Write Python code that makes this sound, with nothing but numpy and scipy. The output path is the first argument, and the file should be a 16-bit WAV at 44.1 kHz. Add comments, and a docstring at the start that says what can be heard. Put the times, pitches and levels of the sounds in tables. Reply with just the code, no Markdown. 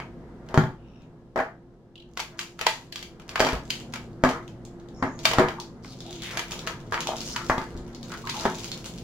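"""Unwrapping a plastic case

A hard plastic organizer case knocks and rocks on a wooden table in a living room. Its latches
and walls snap, fingers rub and shove it, and a knife is laid aside with a few light taps.
The clear wrapping is peeled off and crumpled, crackling as its creases flip over.
Two closely spaced microphones hear it all over a low ventilation hum."""
import sys
import numpy as np
from scipy import signal
from scipy.fft import rfft, irfft, next_fast_len
from scipy.io import wavfile
from scipy.ndimage import map_coordinates

SR = 44100
rng = np.random.default_rng(int(sys.argv[2]) if len(sys.argv) > 2 else 0)


def digitize_waveform(pressure):
    """Quantize a signal to 16-bit integers and store it at the path in sys.argv[1].

    Rows of a 2-D input are taken as channels; values are limited to [-1, 1].
    """
    field = np.atleast_2d(pressure).T
    bounded = np.clip(field, -1, 1)
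    quanta = np.round(bounded * 32767).astype(np.int16)
    wavfile.write(sys.argv[1], SR, quanta)


N = 398223

# The case lands on the table. Each row: start in seconds, thud pitch in Hz, relative levels in dB of
# the thud, the case's hollow, its wall and its edge, rattle in dB above the first click,
# first bounce time in seconds, loss per bounce in dB.
KNOCKS = [(0.543, 333, -27, -29.5, -29, -39.5, -1, 0.011, 19),
          (0.5762, 146, -13.5, -24.5, -24, -36.5, -9, 0.062, 14.5),
          (1.3592, 326, -37.5, -28, -31, -50, 15, .016, 0.05),
          (3.4034, 200, -28.5, -19, -24.5, -28.5, -6, .0203, 10.5),
          (3.449, 230, -31, -34.5, -33.5, -32.5, -14, 0.04, 5),
          (3.5308, 72, -28, -33.5, -41.5, -46, 18, .02, 8),
          (4.2378, 185, -19, -20.5, -22.5, -34.5, 0, 0.011, 6.5),
          (5.0251, 229, -26, -29.5, -28.5, -47.5, 17, .0112, 6),
          (5.385, 174, -19, -21.5, -22, -34, 0, .031, 21),
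          (5.3953, 334, -19.5, -26, -30, -39.5, 8, .011, 15),
          (6.9231, 126, -56, -32.5, -30, -41.5, 3, 0.011, 4),
          (7.09, 146, -57, -30, -47, -72, -19, 0.016, 17),
          (7.498, 91.5, -29, -26.5, -22, -41.5, -5, 0.0037, 5.5),
          (7.5806, 193, -31, -36, -31.5, -40, 0, 0.035, 14), (7.751, 72, -33.5, -51, -60, -79, 7, 0.036, 6),
          (8.454, 256, -24.5, -26.5, -27, -40, -1, .0054, 6.5)]
# Latches, walls and tight wrapping snap. Each row: start in seconds, relative levels in dB of hollow,
# wall and edge, rattle in dB above the first click, second click in dB below the snap.
SNAPS = [(0.001, -42.5, -40.5, -53.5, 0, 12), (0.4888, -67, -60, -54, -5, 11),
         (2.1736, -44.5, -37, -38.5, 0, 2), (2.2006, -45, -43, -34, 8, 18),
         (2.3918, -62, -39.5, -34, 0, 7.5), (2.5915, -56, -42.5, -43, 3, 23),
         (2.6117, -41.5, -34, -34.5, 19, 27), (2.6666, -27, -23, -22.5, 4.5, 21),
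         (2.9242, -68, -62, -41, 22, 21), (2.9588, -64, -46.5, -37.5, -1, 11),
         (3.0269, -53, -55, -42.5, 7, 26), (3.1981, -57, -55, -56, 8, 5), (3.2925, -63, -50, -41.5, -3, 12),
         (3.3576, -42, -28, -38, 2, 9), (3.3958, -30.5, -41, -33.5, -3, 18),
         (3.4672, -29.5, -29, -37.5, 10, 8), (3.7044, -77, -45, -28.5, 1, 18),
         (3.9369, -47, -39.5, -39.5, 11, 4), (4.2911, -34, -36, -37, -4, 9),
         (5.254, -34, -23, -19.5, 2.5, 29), (5.3128, -33, -36, -34, 12, -2),
         (5.4857, -38, -37, -40.5, -1, 13), (5.8465, -62, -49.5, -60, 7, 14),
         (6.3726, -42.5, -34, -32.5, 2, 2), (6.6733, -44, -33, -36.5, 1, 16),
         (6.943, -51, -31.5, -39, -9, 24), (6.9776, -57, -33.5, -52, -12, 21),
         (7.3626, -52, -32.5, -34, -1, 16), (8.1177, -54, -51, -45.5, 17, 2),
         (8.2723, -59, -40.5, -41, 6, -1)]
# Single crackles of the wrapping that stand out, loud or faint.
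# Each row: start in seconds, relative level in dB, pitch in Hz.
CREASES = [(1.02, -69, 3300), (2.992, -48, 3530), (4.4789, -53, 3050), (4.6513, -53, 7450),
           (4.7992, -64, 3872), (4.8867, -60, 3620), (5.191, -46.5, 4300), (5.6004, -40.5, 4500),
           (6.0054, -45.5, 3730), (6.1285, -45, 3570), (6.2212, -41.5, 3055), (6.235, -41.5, 2770),
           (6.5197, -36.5, 3180), (6.5924, -42, 3560), (7.0058, -33.5, 3000), (7.072, -32.5, 3480),
           (7.167, -42, 5130), (7.2062, -39.5, 5000), (7.9484, -48, 4500), (8.0297, -46.5, 4080),
           (8.2974, -33.5, 3820), (8.3679, -39.5, 3250), (8.6441, -40, 4830), (8.7169, -35.5, 4000),
           (8.8571, -44.5, 3470)]
# The pull on the wrapping, peeled and then crumpled. Each row: time in seconds, strength in dB.
PEEL = [(5.7, -80), (5.9, -66.5), (6.05, -53), (6.38, -53.5), (6.54, -47.5), (6.75, -62.5), (6.96, -57),
        (7.1, -51), (7.19, -46), (7.41, -50.5), (7.71, -57), (7.9, -64)]
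CRUMPLE = [(7.92, -66), (8.244, -54), (8.45, -38), (8.532, -46), (8.748, -49), (8.93, -46.5), (9.03, -65)]
# Strokes of peeling and rubbing. Each row: start in seconds, length in seconds (short ones get
# stretched), middle pitch in Hz, width in octaves, relative level in dB.
RASPS = [(0.485, 0.086, 705, 0.34, -46), (0.732, 0.37, 2740, 0.13, -67), (0.797, .28, 3700, .05, -78),
         (0.856, 0.17, 5500, 0.054, -73), (4.92, 0.2, 5430, 0.056, -59.5), (4.925, 0.34, 6620, 0.076, -60),
         (5.55, 0.077, 980, 0.18, -41.5), (5.822, 0.13, 4700, 0.4, -48.5), (5.997, 0.36, 3400, 0.24, -51),
         (6.028, 0.13, 715, .09, -48), (6.193, .25, 2010, 0.73, -40), (6.495, 0.084, 1030, .99, -41.5),
         (7.05, 0.11, 810, 0.37, -34), (7.233, .14, 5500, 0.36, -40), (7.33, 0.12, 1320, 0.21, -39),
         (8.093, 0.079, 1290, 0.41, -40), (8.233, 0.068, 1070, 0.11, -37.5), (8.324, 0.077, 910, 0.21, -38)]
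# Shoves of the case. Each row: time of the hardest push in seconds, relative level in dB.
SHOVES = [(0.52, -51), (2.33, -59), (2.64, -56), (3.42, -35.5), (3.57, -49.5), (4.33, -39.5), (5.02, -51.5),
          (5.42, -30), (6.12, -61), (6.36, -42), (6.69, -43), (7.0, -47), (7.58, -40), (8.06, -57),
          (8.45, -40.5), (8.75, -51.5)]
# The notes the case rings at. Each row: pitch in Hz, width in Hz, boost in dB.
CASE_MODES = [(364.7, 4.1, 9), (468, 49, 7), (642, 18.7, 11), (694, 26.5, 4.5), (748, 30, -1),
              (879.4, 14, 12), (948, 46, 7), (1070, 56, 5), (1185, 26, 5.5), (1292, 20, 7.5),
              (1657, 100, 4), (2090, 530, 4), (2353, 66, 5.5), (3130, 270, 4), (4696, 79, 6.5),
              (5000, 77, -0.5)]
# The notes of the table top. Each row: pitch in Hz, relative level in dB, seconds to fade by 60 dB.
TABLE_MODES = [(54, -5, 0.18), (74, -15, 0.22), (135.5, -8, 0.22), (157, 2.5, 0.076), (216.4, 0.5, 0.18),
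               (255, 8.5, 0.11), (373.6, 8.5, 0.15)]
# Tone colours, from bass to treble. Each row: frequency in Hz, gain in dB.
HOLLOW_COLOUR = [(60, -10), (200, -20), (320, -8.5), (520, -4), (800, 2.5), (1100, -29.5), (2000, -53),
                 (6000, -73)]
WALL_COLOUR = [(100, -44), (500, -29.5), (950, 3), (1400, 3.5), (2100, -1.5), (3000, -3.5), (6000, -38),
               (16000, -42)]
EDGE_COLOUR = [(200, -98), (1400, -14), (2700, -0.5), (4000, -1), (5000, -3), (7000, -6), (8300, -14.5),
               (12000, -17.5), (15500, -20.5)]
FILM_COLOUR = [(200, -9), (800, -3.5), (1700, -10), (2400, -2.5), (3400, -1.5), (5000, -1), (7100, -0.5),
               (8300, -12), (11000, -12.5), (12200, -18), (15500, -16)]
SLIDE_COLOUR = [(100, 6), (400, 3), (900, 0.5), (1400, 3), (2200, -6.5), (4000, -55), (12000, -64.5)]
ROOM_COLOUR = [(40, -2.5), (130, 3.5), (300, 3), (700, 3.5), (2000, 7), (6000, 4), (15000, 3)]
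VENT_COLOUR = [(12, -15.5), (20, -7.5), (52, -10.5), (86, -15), (163, -2), (248, -11), (310, -13),
               (347, -11), (558, -16), (607, -23.5), (678, -18), (2140, -47), (2750, -41), (5680, -46.5),
               (16000, -64)]
# The tones of the ventilation. Each row: pitch in Hz, relative level in dB.
HUM_TONES = [(53.8, -55.5), (118.4, -53), (236.9, -54), (263.8, -59), (344.5, -51.5), (382.2, -84)]
# The low background swells and sinks. Each row: time in seconds, relative level in dB.
BACKGROUND_LEVELS = [(0.0, -43.5), (0.55, -44.5), (0.73, -47.5), (1.91, -52.5), (3.42, -45.5), (3.59, -42),
                     (4.85, -44), (5.31, -40), (5.71, -44.5), (7.74, -40), (7.82, -41.5), (9.03, -41.5)]
# How alike echoes are at the two microphones. Each row: frequency in Hz, likeness from 0 to 1.
MIC_LIKENESS = [(100, 0.93), (250, 0.92), (500, 0.94), (1000, 0.74), (2000, 0), (5000, 0)]

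RING = np.arange(16384) / SR  # the time axis of one short sound, in seconds


def knocks(contacts=4, bounce_shrink=0.86):
    """The case bounces ever faster and weaker; each time, the table thuds and the shell clacks."""
    parts, out = shell_parts(contact_hz=2020), np.zeros((2, N))
    for s, pitch, thud_db, *levels_db, rattle_db, flight_s, loss_db in KNOCKS:
        table = in_room(amp(thud_db) * np.tile(thud(pitch), (2, 1)), wet_db=-6)
        for k in range(contacts):
            shell = shell_hit(parts, levels_db, t60=0.029, rattle_db=rattle_db, wet_db=-1)
            add(out, s, amp(-k * loss_db) * (table + shell))
            s += flight_s * bounce_shrink ** k
    return out


def thud(pitch):
    """The table top swings at a few low notes; the spot that is hit favours those near one pitch."""
    swing = sum(amp(db) * bump(hz, pitch, octaves=0.43) * fade(RING, t60) * np.sin(2 * np.pi * hz * RING)
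                for hz, db, t60 in TABLE_MODES)
    return -blow(swing)


def snaps(tick_s=0.004, tick_loss_db=21.5, click_s=0.021):
    """Stiff plastic snaps: a faint tick, a short crack, then a second click a moment later."""
    parts, out = shell_parts(contact_hz=4000), np.zeros((2, N))
    for s, *levels_db, rattle_db, click_loss_db in SNAPS:
        for delay, loss_db in [(-tick_s, tick_loss_db), (0, 0), (click_s, click_loss_db)]:
            crack = shell_hit(parts, levels_db, t60=0.024, rattle_db=rattle_db, wet_db=-3)
            add(out, s + delay, amp(1 - loss_db) * crack)
    return out


def shell_hit(parts, levels_db, t60, rattle_db, wet_db):
    """One hit on the case; where it lands decides how much hollow, wall and edge each ring."""
    power = amp(levels_db) ** 2
    colour = causal(lambda hz: np.sqrt(power @ parts))
    return np.sqrt(power.sum()) * strike(colour, t60, rattle_db, wet_db)


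def shell_parts(contact_hz):
    """Power of hollow, wall and edge at each frequency; a soft hit barely stirs the wall's high notes."""
    hz = np.fft.rfftfreq(len(RING), 1 / SR)
    soft = 1 / (1 + (hz / contact_hz) ** 6)
    gains = case_gain(HOLLOW_COLOUR, hz), case_gain(WALL_COLOUR, hz) * soft, case_gain(EDGE_COLOUR, hz)
    return np.array([unit(gain) ** 2 for gain in gains])


def case_gain(colour, hz):
    """A broad tone colour with the case's own notes standing out of it."""
    peaks = sum((amp(db) - 1) / (1 + (2 * (hz - f) / width) ** 2) for f, width, db in CASE_MODES)
    return shape(colour, hz) * (1 + peaks)


def strike(colour, t60, rattle_db, wet_db, uneven_db=3, spacing_hz=140):
    """A sharp click, the dense ringing of a stiff shell, then the room, all in the given colour."""
    ringing = diffuse(len(RING)) * fade(RING, t60) * (1 - np.exp(-RING / 0.0004))
    click = blow(1.0 * (RING == 0))
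    direct = blow(click + amp(rattle_db) * blow(ringing))
    heard = direct + amp(wet_db) * blow(reflections())
    # Each spot that is hit brings out different ones of the many close notes.
    favour = rng.standard_normal(size=1024)
    spot = causal(lambda hz: amp(uneven_db * map_coordinates(favour, [hz / spacing_hz], order=1)))
    return blow(irfft(rfft(heard) * colour * spot)) * np.hypot(1, amp(wet_db))


def wrapping(strain_below_edge_db=18, holding_db=-96):
    """The film crackles in clumps as it is pulled or strained around a snap, and faintly when held."""
    strains = [(s, edge_db - strain_below_edge_db) for s, _, _, edge_db, *_ in SNAPS]
    strain_db = np.maximum(swells(strains, rise_db_per_s=311, fall_db_per_s=125), holding_db)
    crinkle_db = np.maximum(strain_db, pull(np.arange(N) / SR) - 1.2)
    flips = grains(per_second=260, spread_db=11, t60=0.004)
    crackle = unit(filtered(flips, lambda hz: shape(FILM_COLOUR, hz))) * amp(crinkle_db)
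    clumps = amp(3.5 * wobble(30))
    return in_room(crackle * clumps, wet_db=-3)


def creases(extra_count=32, above_pull_db=1.5, typical_hz=4100):
    """Creases flip and ring at their own pitch; extra ones come at random, louder with a harder pull."""
    times = rng.uniform(PEEL[0][0], CRUMPLE[-1][0], extra_count)
    extra = [(s, pull(s) + above_pull_db, typical_hz * rng.lognormal(0, 0.27)) for s in times]
    out = np.zeros((2, N))
    for s, db, pitch in extra + list(CREASES):
        colour = causal(lambda hz: shape(FILM_COLOUR, hz) * (1 + 1.7 * bump(hz, pitch, octaves=0.26)))
        add(out, s, amp(db) * strike(colour, t60=0.0061, rattle_db=2, wet_db=0))
    return out


def pull(s):
    """The pull on the wrapping in dB at time s; none before the peeling starts."""
    return np.interp(s, *np.vstack([PEEL, CRUMPLE]).T, left=-120)


def rasps(sink_share=0.66):
    """Peeling and rubbing strokes stick and slip; the pitch of each sinks by a share of its width."""
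    slips, out = grains(per_second=700, spread_db=4, t60=0.0096), np.zeros((2, N))
    for s, length, pitch, octaves, db in RASPS:
        samples = max(round(length * SR), len(RING) // 8)
        hz, t, spectrum = signal.stft(slips[:, round(s * SR):][:, :samples], SR, nperseg=512)
        glide = pitch * 2 ** (sink_share * octaves * np.linspace(0.5, -0.5, len(t)))
        band = spectrum * bump(hz[:, None], glide, octaves)
        stroke = unit(signal.istft(band, SR, nperseg=512)[1])
        add(out, s, amp(db - 2.5) * stroke * signal.windows.tukey(stroke.shape[1], 0.5))
    return in_room(out, wet_db=-8)


def sliding():
    """With each shove, fingers and film stick and slip on the case and set its walls ringing."""
    holding_db = -65.5 + 1.3 * background_swell()  # the faint rub of just holding the case
    slide_db = np.maximum(swells(SHOVES, rise_db_per_s=165, fall_db_per_s=201), holding_db)
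    slips = grains(per_second=400, spread_db=2, t60=0.033)
    rub = unit(filtered(slips, lambda hz: case_gain(SLIDE_COLOUR, hz)))
    pressure_db = 1.5 * wobble(14)
    return in_room(rub * amp(slide_db + pressure_db), wet_db=-1)


def knife(touches=4, start_s=1.956, gap_s=0.022, first_db=-51, loss_db=2):
    """The blade taps the wood lightly, weaker each time, damped by the hand."""
    blade = causal(lambda hz: bump(hz, 2970, octaves=0.11) + 0.27 * bump(hz, 4000, octaves=0.1)
                   + 0.036 * shape(FILM_COLOUR, hz))
    out = np.zeros((2, N))
    for k in range(touches):
        touch = strike(blade, t60=0.028, rattle_db=6, wet_db=-4.5)
        add(out, start_s + k * gap_s, amp(first_db - k * loss_db) * touch)
    return out


def ventilation(rush_db=-45):
    """A low rush of air with a few tones that waver in level and pitch."""
    t = np.arange(N) / SR
    rush = amp(rush_db) * unit(filtered(diffuse(N), lambda hz: shape(VENT_COLOUR, hz)))
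    tones = np.zeros(N)
    for hz, db in HUM_TONES:
        level = np.sqrt(2) * amp(db + 3.3 * wobble(6))
        tones += level * np.sin(2 * np.pi * hz * t + 1.64 * wobble(18))
    return (rush + tones) * amp(background_swell())


def background_swell():
    """How far the low background is above or below its usual level, in dB."""
    level_db = np.interp(np.arange(N) / SR, *np.transpose(BACKGROUND_LEVELS))
    return level_db - np.median(level_db)


def in_room(x, wet_db):
    """A sound together with the room's echoes; wet_db sets how loud they are."""
    return x + amp(wet_db) * signal.fftconvolve(x[:1], reflections(), axes=1)[:, :x.shape[1]]


def reflections(t60=0.28):
    """A fresh tail of room echoes that builds up in a few milliseconds and dies away."""
    tail = diffuse(len(RING)) * fade(RING, t60) * (1 - np.exp(-RING / 0.0024))
    return filtered(tail / np.linalg.norm(tail[0]), lambda hz: shape(ROOM_COLOUR, hz))


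def diffuse(size):
    """Noise from all sides: alike at both microphones in the bass, unrelated in the treble."""
    alike = np.interp(np.fft.rfftfreq(size, 1 / SR), *np.transpose(MIC_LIKENESS))
    alike = np.clip(alike, -0.99, 0.99)
    mid, side = irfft(rfft(rng.standard_normal((2, size))) * np.sqrt([1 + alike, 1 - alike]), size)
    return unit(np.array([mid + side, mid - side]))


def grains(per_second, spread_db, t60):
    """Tiny slips at random moments and of unequal size, each ringing briefly."""
    chance, size = rng.random(N), np.clip(rng.standard_normal(N), -2, 2)
    slips = (chance < per_second / SR) * amp(spread_db * size) * rng.choice([-1, 1], N)
    ring_level = np.sqrt(np.abs(signal.fftconvolve(slips ** 2, fade(RING, t60) ** 2)[:N]))
    return unit(unit(slips) + unit(ring_level * diffuse(N)))


def swells(peaks, rise_db_per_s, fall_db_per_s):
    """Level in dB of efforts that build up to each (seconds, dB) peak and relax again."""
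    t = np.arange(N) / SR
    efforts = [db - np.maximum((s - t) * rise_db_per_s, (t - s) * fall_db_per_s) for s, db in peaks]
    return np.max(efforts, axis=0)


def wobble(per_second):
    """A smooth curve through this many random values a second."""
    values = rng.standard_normal(int(N * per_second / SR) + 4)
    return map_coordinates(values, [np.arange(N) * per_second / SR], order=2)


def filtered(x, response):
    """Turn each frequency of x up or down by the gain that response gives it."""
    n = x.shape[-1]
    padded = next_fast_len(n + 2048)
    return irfft(rfft(x, padded) * response(np.fft.rfftfreq(padded, 1 / SR)), padded)[..., :n]


def causal(response):
    """Turn gains into a filter spectrum that rings only after the hit (minimum phase)."""
    cepstrum = irfft(np.log(response(np.fft.rfftfreq(len(RING), 1 / SR)) + 1e-6))
    half = len(RING) // 2
    cepstrum[1:half] *= 2
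    cepstrum[half + 1:] = 0
    return np.exp(rfft(cepstrum))


def shape(points, hz):
    """Gain along a line that joins (Hz, dB) points, with octaves evenly spaced."""
    f, db = np.transpose(points)
    return amp(np.interp(np.log(hz + 1), np.log(f), db))


def bump(hz, centre, octaves):
    """Gain of one rounded peak around a centre pitch."""
    return 1 / (1 + (np.log2((hz + 1) / centre) / octaves) ** 2)


def fade(t, t60):
    """Die away by 60 dB every t60 seconds."""
    return np.exp(-np.log(1000) * t / t60)


def amp(db):
    """Turn decibels into a gain."""
    return 10 ** (np.asarray(db) / 20)


def unit(x):
    """Scale to an average level (rms) of 1."""
    return x / np.sqrt(np.mean(x ** 2) + 1e-20)


def blow(x):
    """Give a hit the energy of 20 ms of sound at level 1."""
    return x * np.sqrt(0.02 * SR / np.mean(np.sum(x ** 2, axis=-1)))


def add(track, s, sound):
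    """Mix a sound in at s seconds."""
    start = round(s * SR)
    part = sound[..., max(-start, 0):max(N - start, 0)]
    track[..., max(start, 0):][..., :part.shape[-1]] += part


def scene():
    """The hands work slightly off centre, so their sound reaches the right microphone first."""
    left, right = knocks() + snaps() + knife() + wrapping() + creases() + sliding() + rasps()
    left = np.pad(left, (2, 0))[:N]  # two samples later
    return np.array([left * amp(0.87), right * amp(-0.27)]) + ventilation()


def record(dry, ceiling=0.95, top_hz=15900):
    """Round off the highest peaks and cut away the very top of the treble."""
    rounded = dry / (1 + (dry / ceiling) ** 8) ** (1 / 8)
    return filtered(rounded, lambda hz: 1 / np.sqrt(1 + (hz / top_hz) ** 160))


dry = scene()
out = record(dry)
digitize_waveform(out)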